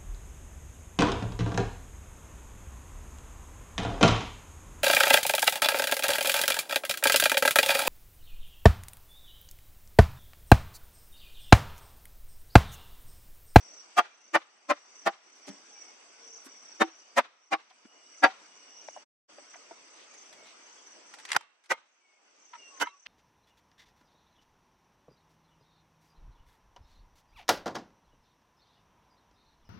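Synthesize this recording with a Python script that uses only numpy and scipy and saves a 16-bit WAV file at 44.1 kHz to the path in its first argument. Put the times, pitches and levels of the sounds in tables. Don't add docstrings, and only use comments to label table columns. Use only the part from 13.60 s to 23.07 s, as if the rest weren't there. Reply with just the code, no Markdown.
import sys
import numpy as np
from scipy import signal
from scipy.fft import rfft, irfft, next_fast_len
from scipy.io import wavfile
from scipy.ndimage import uniform_filter1d

SR = 44100
rng = np.random.default_rng(int(sys.argv[2]) if len(sys.argv) > 2 else 0)


def dump(signal):
    limited = np.clip(np.atleast_2d(signal).T, -1, 1)
    pcm = np.round(limited * 32767).astype(np.int16)
    wavfile.write(sys.argv[1], SR, pcm)


def boost(x):
    u = np.asarray(x, float) / 20
    return 10 ** u


N = 417627

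# (top_s, peak_db, swell_ms, splinter_t60_ms, splinter_db)
BLOW_EVENTS = [(0.39, -7.3, 8.4, 42, -11), (0.755, -11.3, 7.2, 46, -6), (1.109, -13.6, 7.5, 50, -10),
               (1.474, -12.9, 6.7, 50, -9), (3.22, -9.9, 7.4, 44, -11), (3.586, -10.2, 7.95, 46, -7.5),
               (3.935, -13.2, 7.8, 45, -8.5), (4.644, -4.3, 7, 75, -10), (7.7655, -14, 1.2, 20, -3),
               (8.117, -15, 6.9, 56, -10.5), (9.222, -18.1, 7.85, 50, -9)]
# (pitch_hz, likeness)
WOOD_LIKENESS = [(100, 0.49), (400, 0.67), (1500, 0.56), (4000, 0.27), (15000, 0.18)]
# (pitch_hz, likeness)
FIELD_LIKENESS = [(60, 0.17), (240, 0.23), (950, 0.27), (3770, -0.05), (15000, -0.21)]
# (start_s, end_s)
SILENCE = (5.425, 5.703)
LEVER_S = 7.5


def evened(x):
    return x / np.sqrt(np.mean(x ** 2) + 1e-20)


def read(points, hz):
    f, value = np.transpose(points)
    return np.interp(np.log(hz + 1), np.log(f + 1), value)


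def add(mix, s, sound, pan_db):
    part = mix[:, round(s * SR):][:, :sound.shape[1]]
    part += sound[:, :part.shape[1]] * boost([[pan_db / 2], [-pan_db / 2]])


def noise(spectrum, likeness, size):
    hz = np.fft.rfftfreq(size, 1 / SR)
    left, other = rfft(rng.standard_normal((2, size)))
    alike = np.clip(read(likeness, hz), -1, 1)
    right = alike * left + np.sqrt(1 - alike ** 2) * other
    return evened(irfft(np.array([left, right]) * boost(read(spectrum, hz)), size))


def resonate(x, hz, width_hz):
    turn = np.exp(2j * np.pi * np.cumsum(hz * np.ones(N)) / SR)
    r = np.exp(-np.pi * width_hz / SR)
    return evened((turn * signal.lfilter([1], [1, -2 * r, r * r], x / turn)).real)


def wander(per_s):
    knots = rng.standard_normal(1200)
    return np.interp(np.arange(N) / SR * per_s, np.arange(len(knots)), knots)


def smeared(u, swell_s, t60_s):
    after = np.maximum(u, 0)
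    tail = boost(-60 * after ** 2 / (after + 1.1 * swell_s) / t60_s)
    return np.where(u < 0, np.exp(-.5 * (u / swell_s) ** 2), tail)


def rung(clock, u, hz, swell_s, t60_s):
    apart = np.arccos(np.clip(read(WOOD_LIKENESS, hz), 0, .8))
    phase = 2 * np.pi * rng.random() + rng.choice([-.5, .5]) * np.array([[1], [-1]]) * apart
    flutter_hz = rng.uniform(1.5, 3.5) * np.sqrt(hz)
    flutter = 1 + .35 * np.sin(2 * np.pi * (flutter_hz * clock + rng.random()))
    return smeared(u, swell_s, t60_s) * flutter * np.sin(2 * np.pi * hz * clock + phase)


def ducking(t):
    sinks_db = [9, 8.65, 3.5, 5.16, 5, 14, 8, 1.5, 18, 16, 13]
    sink_s, recover_db_per_s = 0.1, 15.5
    since = t - np.array(BLOW_EVENTS)[:, :1]
    sunk_db = np.array(sinks_db)[:, None] * np.clip(since / sink_s, 0, 1)
    sunk_db = sunk_db - recover_db_per_s * np.maximum(since - sink_s, 0)
    return -np.maximum(sunk_db.max(0), 0)


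def hush():
    # (pitch_hz, level_db per Hz)
    hush_colour = [(35, -50), (60, -37.5), (301, 0), (1340, -0.5), (1780, -4), (2140, -1), (2970, -4),
                   (3940, -8.5), (6140, 0), (7060, -16), (8120, -7.5), (8710, -42), (10800, -28.5),
                   (11800, -45.5), (16000, -49.5)]
    return noise(hush_colour, FIELD_LIKENESS, next_fast_len(N))[:, :N] * boost(0.89 * wander(25))


def crickets(t):
    # (pitch_hz, width_hz, level_db over the hush, throbs_per_s, throb_depth_db)
    cricket_bands = [
        (4790, 90, -12, 50, 2.5),
        (8050, 250, -14, 30, 1.5),
        (10620, 500, -32, 28, 1.5),
        (2900, 25, -21, 7, 2.5),
        (7300, 300, -22, 12.75, 8),
    ]
    out = np.zeros((2, N))
    for hz, width_hz, db, per_s, depth_db in cricket_bands:
        throb = boost(depth_db * np.sin(2 * np.pi * per_s * t + wander(2)) + 1.5 * wander(6))
        farther_db = -5 * (t > SILENCE[0]) * (hz < 5000)
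        out += boost(db + farther_db) * throb * resonate(rng.standard_normal((2, N)), hz, width_hz)
    return out


def phrases(t):
    # (top_s, level_db, pitch_hz before the top, pitch_hz at the top)
    cicada_phrases = [(.2, -51, 5900, 5850), (0.679, -52.5, 6050, 5950), (1.42, -53, 6100, 5910),
                      (1.92, -55.5, 5900, 5650), (2.25, -51.5, 5950, 5780), (2.74, -49, 5930, 6100),
                      (3.13, -52.5, 5750, 5750), (3.38, -50.5, 5900, 6050), (3.86, -53.5, 5700, 5900),
                      (4.6, -51.5, 5700, 6050), (5.14, -56.5, 5650, 5668), (5.328, -52, 5933, 6330),
                      (5.97, -53.5, 5850, 6000), (6.662, -53, 6336, 5900), (7.2, -57.5, 6250, 6340),
                      (7.34, -56.5, 5900, 5770), (8.342, -53, 6070, 6300), (8.96, -51.5, 6250, 5830),
                      (9.18, -54, 5850, 6050), (9.44, -45.5, 5950, 5980)]
    rise_s, fall_s, glide_s = 0.14, 0.044, 0.12
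    drone_db, drone_hz = -61, 5900
    top, db, from_hz, top_hz = np.transpose(cicada_phrases)[:, :, None]
    u = t - top
    power = boost(2 * db) * np.exp(-(u / np.where(u < 0, rise_s, fall_s)) ** 2)
    hz = top_hz + (from_hz - top_hz) * np.clip(-u / glide_s, 0, 1)
    drone = boost(2 * drone_db)
    total = power.sum(0) + drone
    return 10 * np.log10(total), ((power * hz).sum(0) + drone * drone_hz) / total


def cicadas(t, pitch_hz):
    bursts = (np.cumsum(32 * (1 + 0.18 * wander(7.4))) / SR) % 1
    falling_hz = 1.4 * pitch_hz - 2300 + 350 * (.5 - bursts) + 60 * wander(10.0)
    ribs = rng.standard_normal((2, N)) * (.3 + np.sin(np.pi * bursts) ** 2) * boost(2.5 * wander(15))
    far_gain = 0.96 * boost(3 * wander(5.9) - 5.8 * (t > SILENCE[0]))
    far = far_gain * resonate(rng.standard_normal((2, N)), 5680, 120)
    return resonate(ribs, falling_hz, 450) + far


def patchy(field_sound, t, hush_db):
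    kept = [(3700, 0), (4000, -5), (4300, 0), (5050, 0), (5250, -5), (5450, 0),
            (8200, 0), (8400, -12), (10000, -8), (10300, 0), (11400, 0), (11700, -30)]
    patch_depth = [(150, 3), (800, 2), (8300, 2), (9000, 6), (10300, 3), (11000, 3), (11600, 6)]  # (Hz, dB)
    hz, s, z = signal.stft(field_sound, SR, nperseg=1024, noverlap=768)
    patches = uniform_filter1d(rng.standard_normal(z.shape[1:]), 5, 0)
    patches = evened(uniform_filter1d(patches, 8, 1))
    thinning = (0.31 * (hz > 3100) + .3 * (hz < 600))[:, None]
    thinned_db = thinning * np.minimum(np.interp(s, t, hush_db) + 58.0, 0)
    z = z * boost(read(kept, hz)[:, None] + read(patch_depth, hz)[:, None] * patches + thinned_db)
    return signal.istft(z, SR, nperseg=1024, noverlap=768)[1][:, :N]


def field():
    t = np.arange(N) / SR
    s = t[::64]
    ducked_db, cicada_db, cicada_hz = (np.interp(t, s, curve) for curve in (ducking(s), *phrases(s)))
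    hush_db = -58 + 1.5 * (t > SILENCE[0]) + ducked_db
    both = boost(hush_db - 0.02) * (hush() + crickets(t))
    both += boost(cicada_db + ducked_db - 5.0) * cicadas(t, cicada_hz)
    return patchy(both, t, hush_db)


def birds(mix):
    # (start_s, length_s, start_hz, end_hz, level_db)
    whistles = [(2.12, .25, 2420, 2160, -63), (2.1, .1, 830, 820, -62), (1.98, .25, 1650, 1620, -69),
                (2.5, .15, 1540, 1500, -66), (2.87, .22, 2350, 2150, -70), (6.74, .2, 2300, 2150, -61),
                (8.39, .23, 2330, 2170, -68), (2.57, .25, 460, 460, -62), (.44, .12, 2400, 2380, -65),
                (.57, .1, 2740, 2730, -71), (5.3, .13, 2900, 2880, -61), (8.97, .16, 2890, 2740, -52),
                (9.1, .12, 1150, 1060, -55), (9.22, .18, 1150, 1130, -58), (9.25, .07, 3900, 3900, -64),
                (9.225, .08, 2150, 2150, -52), (9.25, .1, 2740, 2720, -60), (9.24, .07, 3150, 3150, -61),
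                (7.77, .12, 2730, 2720, -67), (7.85, .1, 2720, 2720, -73), (7.765, .07, 3140, 3130, -60),
                (7.8, .1, 1150, 1140, -69), (7.17, .04, 3400, 3300, -60), (4.2, .45, 2920, 2900, -66),
                (4.75, .7, 2910, 2890, -66)]
    for s, length_s, start_hz, end_hz, db in whistles:
        u = np.arange(round(length_s * SR)) / (length_s * SR)
        blur_hz = .12 * end_hz * uniform_filter1d(rng.standard_normal(len(u)), 300)
        hz = end_hz + (start_hz - end_hz) * (1 - u) ** 2.2 + blur_hz
        flutter_turns = u * length_s * rng.uniform(15, 40, (2, 1)) + rng.random((2, 1))
        flutter = 1 + .5 * np.sin(2 * np.pi * flutter_turns)
        tone = np.sin(2 * np.pi * (np.cumsum(hz) / SR + .2 * rng.random((2, 1))))
        add(mix, s, boost(db - 1.5) * tone * flutter * signal.windows.tukey(len(u), .5), 0)


def rustles(mix):
    # (middle_s, swell_s, level_db, brightest_hz)
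    brushes = [(1.884, .009, -47.5, 5940), (2.86, 0.01, -54, 8000), (6.78, 0.2, -63, 634),
               (5.948, 0.012, -55, 1980), (6.41, 0.044, -60, 3620), (6.88, 0.036, -58.5, 3750),
               (7.28, 0.015, -68, 6000), (6.64, 0.05, -69, 6000), (4.105, 0.004, -58, 4000),
               (1.78, 0.025, -69, 6000), (7.705, 0.015, -44.5, 2350), (7.756, 0.008, -31, 1570),
               (9.472, 0.0064, -40, 3000)]
    u = np.arange(8192) / SR - .09
    for s, swell_s, db, hz in brushes:
        colour = [(.1 * hz, -22), (.5 * hz, -5), (hz, 0), (1.7 * hz, -12), (min(3.6 * hz, 16000), -40)]
        brush = noise(colour, WOOD_LIKENESS, len(u))
        steps = np.repeat(rng.standard_normal(128), 64)
        grains = boost(2.2 * evened(uniform_filter1d(steps, size=64)))
        add(mix, s + u[0], boost(db) * brush * grains * np.exp(-.5 * (u / swell_s) ** 2), 0)


def knock(row, swell_s, top_hz):
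    # (pitch_hz, level_db per Hz)
    snap_colour = [(59, -73), (100, -36.5), (535, -29), (836, -8), (1250, -9), (2040, -4), (2750, -11),
                   (2990, -7.5), (9210, -16), (16000, -45)]
    s, db, hz, t60_s, snap_db = row
    u = np.arange(8192) / SR - .03
    thud = rung(u, u, hz, swell_s, t60_s)
    thud = thud + 0.53 * rung(u, u, 1.374 * hz, swell_s, 0.82 * t60_s)
    thud = thud + 0.14 * rung(u, u, 2.1 * hz, swell_s, 0.43 * t60_s)
    snap = boost(snap_db) * noise(snap_colour, WOOD_LIKENESS, len(u)) * smeared(u, swell_s, t60_s)
    snap = signal.lfilter(*signal.butter(2, top_hz, fs=SR), snap)
    pan_db = -0.5 if s > LEVER_S else .5
    return s + 1.8 * swell_s + u[0], boost(db - 8) * (thud + snap), pan_db


def knocks_and_snaps(mix):
    # (start_s, peak_db, ring_hz, t60_s, snap_db)
    dull_knocks = [(1.873, -37, 282, 0.25, -9), (1.89, -34, 200, 0.12, -12), (1.877, -36, 590, 0.1, -4),
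                   (2.86, -43, 270, 0.1, 1), (2.865, -48, 1150, 0.07, -3), (4.108, -48, 750, 0.052, 0.5),
                   (4.249, -40, 230, 0.029, -7), (5.284, -24.5, 625, 0.01, -8),
                   (5.362, -33, 740, 0.028, -25), (5.371, -31, 620, 0.03, -15),
                   (5.955, -40, 700, 0.04, -14), (6.112, -38, 350, 0.03, -10),
                   (5.783, -36, 585, 0.04, -10.5), (6.109, -33.5, 672, 0.06, -26),
                   (8.932, -34, 980, 0.05, -3), (8.949, -35, 940, 0.049, -4), (9.268, -26, 966, 0.04, -6),
                   (9.255, -34, 1280, 0.06, -8), (9.172, -48, 1500, 0.03, 4)]
    # (start_s, peak_db, ring_hz, t60_s, snap_db)
    fibre_snaps = [(6.539, -54, 754, 0.061, 8), (6.726, -50, 774, 0.084, 7.5),
                   (7.538, -40.5, 1390, 0.055, 4), (7.532, -44, 820, 0.08, -6), (7.585, -46, 874, 0.1, 5),
                   (7.597, -46, 1900, 0.06, 3), (7.651, -39.5, 1950, 0.0359, 8),
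                   (7.688, -38.5, 2100, 0.08, 2), (7.703, -38, 2050, 0.06, 2), (7.747, -28, 1330, 0.04, -2),
                   (7.717, -17, 2040, 0.022, 2), (7.729, -27, 2000, 0.04, 5), (7.808, -38, 930, 0.03, -5),
                   (8.038, -61, 1640, 0.15, 6), (8.058, -56.5, 1300, 0.04, 6), (9.199, -32, 1000, 0.03, 2),
                   (6.87, -56, 900, 0.03, 8)]
    # (start_s, peak_db, ring_hz, t60_s, snap_db)
    pole_burst = (4.6375, -10, 1550, .02, -6)
    hardest_s = BLOW_EVENTS[7][0]
    for row in dull_knocks:
        add(mix, *knock(row, .0018 if hardest_s < row[0] < LEVER_S else .0032, 2340))
    for row in fibre_snaps:
        add(mix, *knock(row, 0.001, 15000))
    add(mix, *knock(pole_burst, .0008, 15500))


def through(x, ring_hz, width_hz, top_db):
    between_db = -4
    hz = np.fft.rfftfreq(x.shape[1], 1 / SR)
    near = (1 / (1 + ((hz - np.array(ring_hz)[:, None]) / width_hz) ** 2)).max(0)
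    shape_db = between_db * (1 - near) * (hz < 5500) + top_db * np.clip(hz / 7000 - 1, 0, 1)
    return irfft(rfft(x) * boost(shape_db), x.shape[1])


def splintering(clock, u, ring_hz, swell_s, t60_s, treble_db, top_db):
    # (pitch_hz, level_db per Hz)
    torn_colour = [(35, -75), (60, -53), (227, -16), (417, -12), (715, -4), (1040, -5.5), (1220, -4),
                   (2000, -9.5), (3760, -19.5), (4030, -21.5), (4750, -19.5), (6400, -22.5), (16000, -46)]
    torn = through(noise(torn_colour, WOOD_LIKENESS, len(u)), ring_hz, 60, top_db)
    dull = signal.lfilter(*signal.butter(3, 5500, fs=SR), torn)
    hiss = boost(treble_db - 3) * (torn - dull) * smeared(clock, 1.25 * swell_s, 0.7 * t60_s)
    return dull * smeared(u, swell_s, 0.95 * t60_s) + hiss


def field_edge(clock, ring_hz, swell_s, echo_db):
    far_colour = [(100, -30.5), (300, -12.5), (1200, -0.5), (4000, -9), (9000, -34), (12000, -60)]  # (Hz, dB)
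    answer = boost(echo_db - 44.5) * smeared(clock - .065, 0.0096, 0.047)
    answer = answer + boost(-41) * smeared(clock, swell_s, 0.76)
    return through(noise(far_colour, FIELD_LIKENESS, len(clock)), ring_hz, 35, 0) * answer


def blow(event, rings, thud, walls, bearing):
    s, db, swell_ms, t60_ms, splinter_db = event
    thud_db, thud_hz, thud_t60_s, treble_db = thud
    wall_db, hold_ms, top_db, echo_db, pan_db = bearing
    clock = np.arange(16384) / SR - .05
    u = clock - np.clip(clock, 0, max(hold_ms, 0) / 1000)
    swell_s = swell_ms / 1000
    rings = list(rings) + [(hz, d + wall_db, 3.5 / width_hz) for hz, width_hz, d in walls]
    ring_hz = [ring[0] for ring in rings]
    body = sum(boost(d) * rung(clock, u, hz, 1.057 * swell_s, 0.6 * np.clip(t60_s, .02, .16))
               for hz, d, t60_s in rings)
    crack = splintering(clock, u, ring_hz, swell_s, t60_ms / 1000, treble_db, top_db)
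    sound = body / abs(body).max() + boost(splinter_db + 2.1) * crack
    sound = boost(db) * (sound + field_edge(clock, ring_hz, swell_s, echo_db))
    earth = boost(thud_db - 3) * rung(clock, u, thud_hz, 1.4 * swell_s, thud_t60_s)
    return s + clock[0], sound + earth, pan_db


def blows(mix):
    # (pitch_hz, level_db, t60_s)
    early_rings = [
        [(716.0, 3.7, 0.067), (850.0, -11.5, 0.2), (1220.0, 4.1, 0.04), (1387.0, -8.5, 0.1),
         (1630.0, -10.3, 0.04), (1920.0, -15.1, 0.072), (2670.0, -14.5, 0.058), (3220.0, -11.3, 0.055)],
        [(600.0, -1.0, 0.04), (833.0, -6.5, 0.079), (1193.0, -2.4, 0.031), (1810.0, -0.9, 0.038),
         (1490.0, -13.2, 0.07), (2060.0, -14.3, 0.06), (2350.0, -4.8, 0.043), (2970.0, -12.4, 0.016)],
        [(258.0, -10.9, 0.04), (585.0, 1.2, 0.084), (754.0, -6.0, 0.071), (1054.0, -0.1, 0.06),
         (1190.0, -4.1, 0.066), (1330.0, -4.4, 0.08), (1940.0, -14.8, 0.07), (2420.0, -7.4, 0.029)],
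        [(346.0, -7.3, 0.078), (668.0, 3.6, 0.075), (797.0, 0.8, 0.13), (1030.0, -9.8, 0.093),
         (1166.0, -17.6, 0.17), (1430.0, -7.0, 0.05), (1810.0, -3.4, 0.05)],
    ]
    # (pitch_hz, level_db, t60_s)
    later_rings = [
        [(576.0, 4.9, 0.05), (230.0, -1.0, 0.05), (440.0, -2.2, 0.05), (770.0, 2.1, 0.13), (913.0, 1.8, 0.077),
         (1160.0, -8.9, 0.05), (1300.0, -5.8, 0.06), (1477.0, 0.2, 0.031), (1770.0, 5.3, 0.037),
         (2190.0, -2.5, 0.044), (3690.0, -6.0, 0.041)],
        [(545.0, -3.1, 0.032), (705.0, 3.0, 0.043), (980.0, -6.6, 0.034), (1180.0, -10.7, 0.07),
         (1310.0, -5.3, 0.06), (1873.0, -1.5, 0.038), (2066.0, -8.3, 0.069), (2514.0, -12.8, 0.058),
         (3670.0, -19.0, 0.045)],
        [(792.0, 0.4, 0.077), (1127.0, -4.1, 0.1), (1250.0, -11.7, 0.063), (2080.0, -8.6, 0.049),
         (2380.0, -11.7, 0.056), (2820.0, -19.6, 0.058)],
        [(761.0, 0.0, 0.16), (560.0, -12.1, 0.08), (926.0, -5.1, 0.11), (1367.0, -4.2, 0.092),
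         (1643.0, -2.1, 0.091), (1960.0, -6.0, 0.079), (4650.0, -19.5, 0.05), (2390.0, -10.5, 0.065),
         (3650.0, -12.4, 0.046)],
    ]
    # (pitch_hz, level_db, t60_s)
    half_rings = [
        [(890.0, 13.1, 0.043), (1474.0, 26.3, 0.017), (1950.0, 24.6, 0.026), (2080.0, -14.4, 0.043),
         (2200.0, -3.4, 0.065)],
        [(909.0, -2.4, 0.12), (1250.0, -10.1, 0.15), (538.0, -6.9, 0.07), (1530.0, 4.5, 0.025),
         (1950.0, 5.2, 0.02), (2130.0, -4.0, 0.15), (2369.0, -7.7, 0.049), (2530.0, -7.3, 0.04),
         (2850.0, -12.4, 0.04)],
        [(956.0, 1.5, 0.073), (1370.0, -3.3, 0.072), (1470.0, 3.8, 0.039), (1576.0, 2.4, 0.096),
         (458.0, -6.6, 0.06), (2100.0, -7.1, 0.025), (2050.0, -3.9, 0.16), (3000.0, -0.5, 0.1)],
    ]
    # (thud_db, thud_hz, t60_s, treble_db)
    earth_thuds = [(-37, 340, 0.065, 1), (-26, 330, 0.05, -1.5), (-31, 300, 0.06, 1),
                   (-38, 200, 0.05, -0.5), (-24, 328, 0.13, 1), (-34.5, 240, 0.059, 0.5),
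                   (-33.5, 320, 0.066, -1.5), (-24, 300, 0.05, -9), (-32, 83, 0.016, 7),
                   (-38, 368, 0.034, 5), (-38, 295, .07, 6.5)]
    # (pitch_hz, width_hz, level_db)
    wall_rings = [
        [(2340, 130, -2), (2630, 51, -1), (3230, 91, 0), (3410, 35, -5), (4770, 34, -12)],
        [(2730, 42, 0), (2980, 40, -3), (3630, 90, -5), (4690, 69, -7), (5490, 44, -13)],
        [(2080, 39, 0), (2420, 47, -2), (3670, 41, -4), (4290, 110, -10), (4990, 57, -13)],
        [(3050, 35, 0), (3680, 35, -4), (4400, 27, -5), (4820, 48, -3), (5560, 100, -5)],
        [(2720, 60, -7), (3070, 32, -5), (3670, 43, 0), (4320, 98, -5), (5490, 65, -3)],
        [(3170, 52, -3), (3450, 23, -2), (3820, 46, 0), (4220, 54, -4), (4980, 150, -5)],
        [(2910, 66, 0), (3850, 77, -7), (4180, 77, -8), (4940, 42, -14), (5400, 37, -8)],
        [(2590, 33, 0), (3240, 40, -3), (3660, 48, 0), (4610, 51, -3), (5560, 52, -11)],
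        [(2550, 73, 0), (2880, 50, -3), (3180, 160, -9), (3760, 160, -10), (5100, 120, -6)],
        [(2890, 96, 0), (3240, 23, -2), (3800, 53, -2), (4040, 32, -5), (5370, 70, -7)],
        [(2700, 82, -5), (2980, 72, 0), (3560, 57, -10), (4760, 38, -13), (5510, 59, -11)],
    ]
    # (wall_ring_db, hold_ms, top_treble_db, echo_db, left_minus_right_db)
    bearings = [(-17, 4, 0, 1, .5), (-16, 4, -4, 2, .7), (-15, 5, -6, 2, .5), (-21, 3, -1, 4, 0),
                (-14, 2, -3, 0, .5), (-22, 3, 0, 6, .2), (-22, 2, -12, 2, -.5), (-21, 1, -2, 0, 1.2),
                (-10, .5, 1, -4, -4), (-16, 1, 0, 0, -1), (-12, 3, 5, 2, -4)]
    pole_rings = early_rings + later_rings + half_rings
    for parts in zip(BLOW_EVENTS, pole_rings, earth_thuds, wall_rings, bearings):
        add(mix, *blow(*parts))


def scene():
    mix = field()
    birds(mix)
    rustles(mix)
    knocks_and_snaps(mix)
    blows(mix)
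    return mix


def band_limit(x):
    return signal.sosfilt(signal.butter(12, 15850, fs=SR, output="sos"), x)


def record(dry):
    t = np.arange(N) / SR
    inside_s = np.minimum(t - SILENCE[0], SILENCE[1] - t)
    unmuted = np.cos(np.pi / 2 * np.clip(inside_s / .03, 0, 1)) ** 4
    thin = signal.lfilter(*signal.butter(2, 135, "high", fs=SR), dry)
    return band_limit(thin * unmuted)


dry = scene()
out = record(dry)
dump(out)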